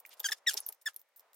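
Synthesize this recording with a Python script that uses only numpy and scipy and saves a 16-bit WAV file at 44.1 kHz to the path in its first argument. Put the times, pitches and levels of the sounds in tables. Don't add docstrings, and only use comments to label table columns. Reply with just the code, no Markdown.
import sys
import numpy as np
from scipy import signal
from scipy.fft import rfft, irfft
from scipy.io import wavfile

SR = 44100
rng = np.random.default_rng(int(sys.argv[2]) if len(sys.argv) > 2 else 0)


def generate_wav(signal):
    frames = np.transpose(np.atleast_2d(signal))
    scaled = np.clip(frames, -1, 1) * 32767
    pcm = np.round(scaled).astype(np.int16)
    wavfile.write(sys.argv[1], SR, pcm)


N = 59535
BIN_HZ = np.arange(N // 2 + 1) * SR / N


def amp(db):
    return 10 ** (np.asarray(db) / 20)


def unit(x):
    return x / np.sqrt(np.mean(x ** 2))


def gain_at(f, points):
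    hz, db = np.array(points).T
    return amp(np.interp(np.log(f + 1), np.log(hz), db))


def band(hz, width):
    f = BIN_HZ + 1
    resonance = 1 / np.sqrt(1 + ((f / hz - hz / f) / width) ** 2)
    return resonance / np.sqrt(1 + (0.23 * hz / f) ** 2) / np.sqrt(1 + (300 / f) ** 4)


def noise(colour, spread):
    mid, side = rfft(rng.standard_normal((2, N)))
    side = side * spread * np.clip(BIN_HZ / 3500, .35, 1)
    return unit(irfft(np.array([mid + side, mid - side]) * colour, N))


def wobble(hz):
    return unit(irfft(rfft(rng.standard_normal(N)) / (1 + (BIN_HZ / hz) ** 4), N))


def swell(age, rise_s, decay_s):
    return np.exp(-np.maximum(-age / rise_s, 0) ** 4.5 - np.maximum(age / decay_s, 0))


def strike(age, rise_s, decay_s):
    return np.clip(age / rise_s, 0, 1) * np.exp(-np.maximum(age - rise_s, 0) / decay_s)


# (time [s], level [dB])
RUSH_LEVEL = [(0, -71), (.13, -67), (.42, -71.5), (.62, -66), (.8, -82), (1.0, -80), (1.14, -86.5),
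              (1.22, -70.5), (1.35, -74)]
# (frequency [Hz], relative level [dB])
RUSH_SPECTRUM = [(100, -51), (200, -17.5), (320, -13.5), (450, 3), (900, 4.5), (1500, -1), (3000, -12),
                 (8000, -25)]
AIR_SPECTRUM = [(35, -54.5), (60, -20), (198, -27.5), (256, -22), (636, 2), (732, -16), (803, -2),
                (1010, -8), (2140, -4), (2580, -11), (16000, -23)]


def background(t, air_db=-79):
    rush_db = np.interp(t, *np.array(RUSH_LEVEL).T)
    rush = amp(rush_db) * noise(gain_at(BIN_HZ, RUSH_SPECTRUM), spread=.9)
    return rush + amp(air_db) * noise(gain_at(BIN_HZ, AIR_SPECTRUM), spread=.8)


# (centre [Hz], level [dB], t60 [s])
TAIL_BANDS = [(400, -27, .4), (1492, -38, .33), (4000, -44, .3), (8000, -41, 0.49), (14000, -46.5, .2)]
# (left delay [s], right delay [s], level [dB])
REFLECTIONS = [(.0042, 0.0022, -19.5), (.0093, 0.0052, -16.5), (0.0144, 0.02, -25), (0.0238, 0.0126, -34)]


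def garage(x, t, early_db=-18, early_gap_s=.0027):
    early = rng.standard_normal((2, N)) * strike(t - early_gap_s, .001, .0085)
    response = amp(early_db) * unit(early) / np.sqrt(N)
    diffuse = rfft(rng.standard_normal((2, N)))
    log_centres = np.log([row[0] for row in TAIL_BANDS])
    for selector, (hz, db, t60_s) in zip(np.eye(len(TAIL_BANDS)), TAIL_BANDS):
        crossfade = np.interp(np.log(BIN_HZ + 1), log_centres, selector)
        env = strike(t - .008, .008, t60_s / np.log(1000))
        response += amp(db) * unit(env) / np.sqrt(N) * irfft(diffuse * crossfade, N)
    for left_s, right_s, db in REFLECTIONS:
        response[[0, 1], [int(left_s * SR), int(right_s * SR)]] += amp(db)
    return x + signal.fftconvolve(x, response, axes=1)[:, :N]


# (time [s], level [dB], centre [Hz])
KNOCKS = [(0.202, -52.5, 660), (0.245, -55, 1020), (0.3, -49, 1004), (.307, -54.5, 341), (.320, -65.5, 897),
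          (0.537, -51, 597), (.547, -45, 520), (.585, -56.5, 1090), (.690, -53.5, 507), (.699, -57, 495),
          (.884, -59.5, 1090), (.968, -70, 494)]
# (frequency [Hz], relative level [dB], decay [s])
BLOCK_MODES = [(260.8, -2.5, .016), (416.4, 1, 0.006), (498, -15.5, .012), (629, -10, 0.01404),
               (814.3, -3.5, 0.0129), (887.3, -3.5, .01), (1250, -4, 0.021)]


def block_knocks(t, thud_db=-8, bass_cut_hz=470):
    out = 0
    for start_s, db, centre_hz in KNOCKS:
        age = np.maximum(t - start_s, 0)
        colour = band(centre_hz, width=.71)
        ring = 0
        for k, (hz, mode_db, decay_s) in enumerate(BLOCK_MODES):
            gain = (-1) ** k * amp(mode_db) * np.interp(hz, BIN_HZ, colour)
            ring += gain * strike(age, .0022, decay_s) * np.sin(2 * np.pi * hz * age)
        thud = amp(thud_db) * noise(colour, spread=.4) * strike(age, .008, .009)
        out += amp(db) * (ring + thud)
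    return signal.sosfilt(signal.butter(2, bass_cut_hz, "high", fs=SR, output="sos"), out)


# (frequency [Hz], width [Hz], level [dB])
TOOL_MODES = [(1877, 25, -13.5), (2835, 30, -6), (3240, 26, -15.5), (3532, 56, -6), (3742, 46, -3),
              (4500, 14, -8), (4745, 35, -6.5), (5392, 220, -4.5), (5550, 150, -6.5), (6380, 24, 3),
              (7320, 51, -0.5), (9000, 49, 4), (9870, 130, 3.5), (10500, 40, -5.5), (11720, 40, -10.5),
              (13670, 70, 2), (13380, 360, -0.5)]


def tool_resonance(x, low_cut_hz=330):
    f = np.arange(N + 1) * SR / (2 * N) + 1
    modes = sum(amp(db) / (1 + 1j * (f * f - hz * hz) / (f * width_hz))
                for hz, width_hz, db in TOOL_MODES)
    radiation = f / (f - 1j * low_cut_hz)
    return irfft(rfft(x, 2 * N) * (1 + modes) * radiation)[:, :N]


# (peak time [s], rise [s], decay [s], level [dB], centre [Hz], width [ratio])
SOCKET_SCRAPES = [(0.136, 0.031, 0.0065, -58, 3300, 1.05), (0.184, 0.017, 0.012, -68.5, 5000, 2.1),
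                  (0.237, 0.0066, 0.014, -54.5, 4500, 0.86), (0.272, 0.024, 0.015, -43.5, 8500, 1.1),
                  (0.332, 0.014, 0.002, -39, 2600, 3.3), (0.351, 0.0058, 0.0036, -71.5, 6000, 1.1),
                  (0.386, 0.028, 0.0035, -67, 5500, 1.2), (0.498, 0.0057, 0.0059, -32, 7000, 0.93),
                  (0.513, 0.0027, .014, -40, 4000, 5.4), (0.5764, 0.0049, 0.003, -30.5, 5400, 0.15),
                  (0.581, 0.013, 0.0087, -40.5, 5000, 3.3), (.63, 0.024, 0.05, -63, 5700, 0.19),
                  (0.822, 0.0095, 0.0033, -67, 8100, 1.05), (.888, 0.0024, 0.011, -51, 2400, 3.6)]
# (peak time [s], rise [s], decay [s], level [dB])
HANDLE_SLIDES = [(.003, 0.0032, 0.0029, -51), (0.072, 0.015, 0.01, -59), (0.141, 0.0095, 0.0024, -59),
                 (0.748, 0.00324, 0.00195, -60), (.821, .006, .006, -61), (.859, 0.0027, .004, -42),
                 (1.0, 0.0063, 0.01, -61.5), (1.093, 0.01, 0.0031, -78.5), (1.177, 0.0065, .01, -59),
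                 (1.346, 0.004, .012, -59.5)]


def scrapes(t, grain_db=2.5, socket_top_hz=13200, spread=.63):
    grains = unit(amp(grain_db * wobble(hz=1100)))
    rolloff = 1 / np.sqrt(1 + (BIN_HZ / socket_top_hz) ** 10)
    socket = sum(amp(db) * swell(t - peak_s, rise_s, decay_s) * noise(band(hz, width) * rolloff, spread)
                 for peak_s, rise_s, decay_s, db, hz, width in SOCKET_SCRAPES)
    slide_env = sum(amp(db) * swell(t - peak_s, rise_s, decay_s)
                    for peak_s, rise_s, decay_s, db in HANDLE_SLIDES)
    handle = slide_env * noise(band(hz=14670, width=.52), spread)
    return grains * (socket + handle)


# (time [s], level [dB], ring [Hz], clack re ring [dB])
JOINT_TICKS = [(0.0511, -46.5, 2222, -12), (0.0615, -55.5, 13570, -0.5), (0.092, -52, 12200, -9),
               (0.1956, -43.5, 12800, -4.5), (0.2008, -32.5, 13740, -13), (0.203, -47, 3320, -15.5),
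               (0.2978, -55, 13200, -7), (.3110, -42, 8820, 2.5), (.5350, -42, 11000, 3),
               (0.5406, -33, 12650, -8), (0.603, -35, 10640, -44), (0.662, -50, 13500, -24),
               (0.6644, -32, 13000, -19.5), (0.676, -52.5, 13100, -26), (0.6837, -46, 13500, -9),
               (0.688, -29.5, 11350, -15.5), (0.7226, -50, 13180, -11), (0.725, -44.5, 13240, -7.5),
               (0.934, -71, 13700, 0), (0.9429, -55.5, 13200, -9.5), (.9620, -35.5, 11820, -15),
               (0.993, -55.5, 14900, -8), (1.0147, -56.5, 14000, -10), (1.1608, -55.5, 13750, -10),
               (1.166, -52.5, 14000, -25), (1.171, -59, 14000, -15), (1.1948, -54.5, 13500, -6),
               (1.2054, -59, 14030, -8.5), (1.3316, -60, 13800, -1)]


def joint_ticks(t, rise_s=.0007, tail_db=-12.5, spread=.55):
    out = 0
    clack = noise(band(hz=5500, width=1), spread)
    for start_s, db, hz, clack_db in JOINT_TICKS:
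        age = t - start_s
        ring = noise(band(hz, width=.21) ** 2, spread)
        env = strike(age, rise_s, .0017) + amp(tail_db) * strike(age, rise_s, .0042)
        out += amp(db) * env * (ring + amp(clack_db) * clack)
    return out


# (time [s], length [s], pitch [Hz], hold [s], sag [Hz/s], level [dB], fade [dB/s],
# overtones [dB], brightening [dB/octave/s], attack [s], pitch overshoot [ratio], end droop [ratio],
# hiss [dB], shrill region [Hz])
SQUEAKS = [(0.2416, 0.027, 1635, .011, 6540, -31, 237.5, -1, 263, .0012, 0.13, 0.019, -17.5, 6500),
           (0.2858, .0100, 1808, 0.0028, 22000, -31.5, 104.5, -9, 58.5, 0.0016, 0.021, .05, -17, 8800),
           (0.317, .0122, 1827, 0.0029, 18680, -28, 182.5, -4, 244, 0.0025, .06, 0.0058, -15, 5400),
           (0.462, .0375, 1895, 0.014, 13900, -20.5, 371.5, -2.5, 63.5, .011, 1, 0.0067, -21.5, 3700),
           (0.506, 0.0052, 1523, 0.0013, 14200, -43.5, 201, 6, -2, .002, 0.0164, 0.046, -12.5, 8600),
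           (0.857, .0240, 1828, 0.0027, 6500, -28, 36, -10.5, 57.5, 0.0059, 0.021, 0.05, -23, 8700),
           (0.8836, 0.004, 1474, 0.0011, 18400, -40.5, 178.5, -8.5, 0, .001, 0.022, 0.04, -22, 8700)]
# (frequency [Hz], relative level [dB])
PARTIAL_SPECTRUM = [(1200, 11), (1750, -2), (2600, 7), (3500, -0.5), (5300, -2.5), (6500, -3), (7600, -10),
                    (9000, -16.5), (10500, -23.5), (15000, -18.5)]
HISS_SPECTRUM = [(80, -44.5), (300, -18.5), (900, 1), (2500, 2.5), (6000, -6), (10000, -8), (15000, -5)]


def bolt_squeaks(t, release_s=.0022, bend_s=.003, shrill_db=4.5, shrill_octaves=.14, pan_db=1.1):
    out = np.zeros((2, N))
    sides = np.array([[1], [-1]])
    hiss = noise(gain_at(BIN_HZ, HISS_SPECTRUM), spread=.63)
    jitter = 1 + .005 * wobble(hz=450)
    flutters = [amp(2.45 * min(k / 3, 1.5) * wobble(hz=267.3)) for k in range(1, 11)]
    for (start_s, length_s, hz, hold_s, sag_hz_per_s, db, fade_db_per_s, overtones_db,
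         brightening, attack_s, overshoot, droop, hiss_db, shrill_hz) in SQUEAKS:
        age = np.clip(t - start_s, 0, length_s + release_s)
        sagging_hz = hz - sag_hz_per_s * np.maximum(age - hold_s, 0)
        start_bend = 1 + overshoot * np.exp(-(age / bend_s) ** 2)
        end_bend = 1 - droop * np.exp(np.minimum(age - length_s, 0) / bend_s)
        pitch_hz = sagging_hz * jitter * start_bend * end_bend
        phase = 2 * np.pi * np.cumsum(pitch_hz) / SR
        onset = np.clip(age / attack_s, 0, 1) ** 2
        release = np.clip((length_s + release_s / 2 - age) / (2 * release_s), 0, 1)
        env = amp(db - fade_db_per_s * age) * onset * release
        tilt_db_per_octave = brightening * (age - length_s / 2)
        for k, flutter in enumerate(flutters, 1):
            partial_hz = k * pitch_hz
            gain = gain_at(partial_hz, PARTIAL_SPECTRUM) * (partial_hz < SR * .45)
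            gain *= flutter * amp(tilt_db_per_octave * np.log2(k))
            if k > 1:
                shrill = np.exp(-(np.log2(partial_hz / shrill_hz) / shrill_octaves) ** 2)
                gain *= amp(overtones_db + shrill_db * shrill) * onset
            stereo_phase = .33 * np.minimum(partial_hz / 3500, 1.5) * sides
            out += env * gain * np.sin(k * phase + stereo_phase)
        out += env * onset * hiss * amp(hiss_db)
    return out * amp(pan_db * sides / 2)


def scene():
    t = np.arange(N) / SR
    tool = tool_resonance(bolt_squeaks(t) + joint_ticks(t) + scrapes(t))
    return garage(tool + block_knocks(t), t) + background(t)


def record(dry, top_hz=15900):
    return signal.sosfilt(signal.ellip(8, .2, 70, top_hz, fs=SR, output="sos"), dry)


dry = scene()
out = record(dry)
generate_wav(out)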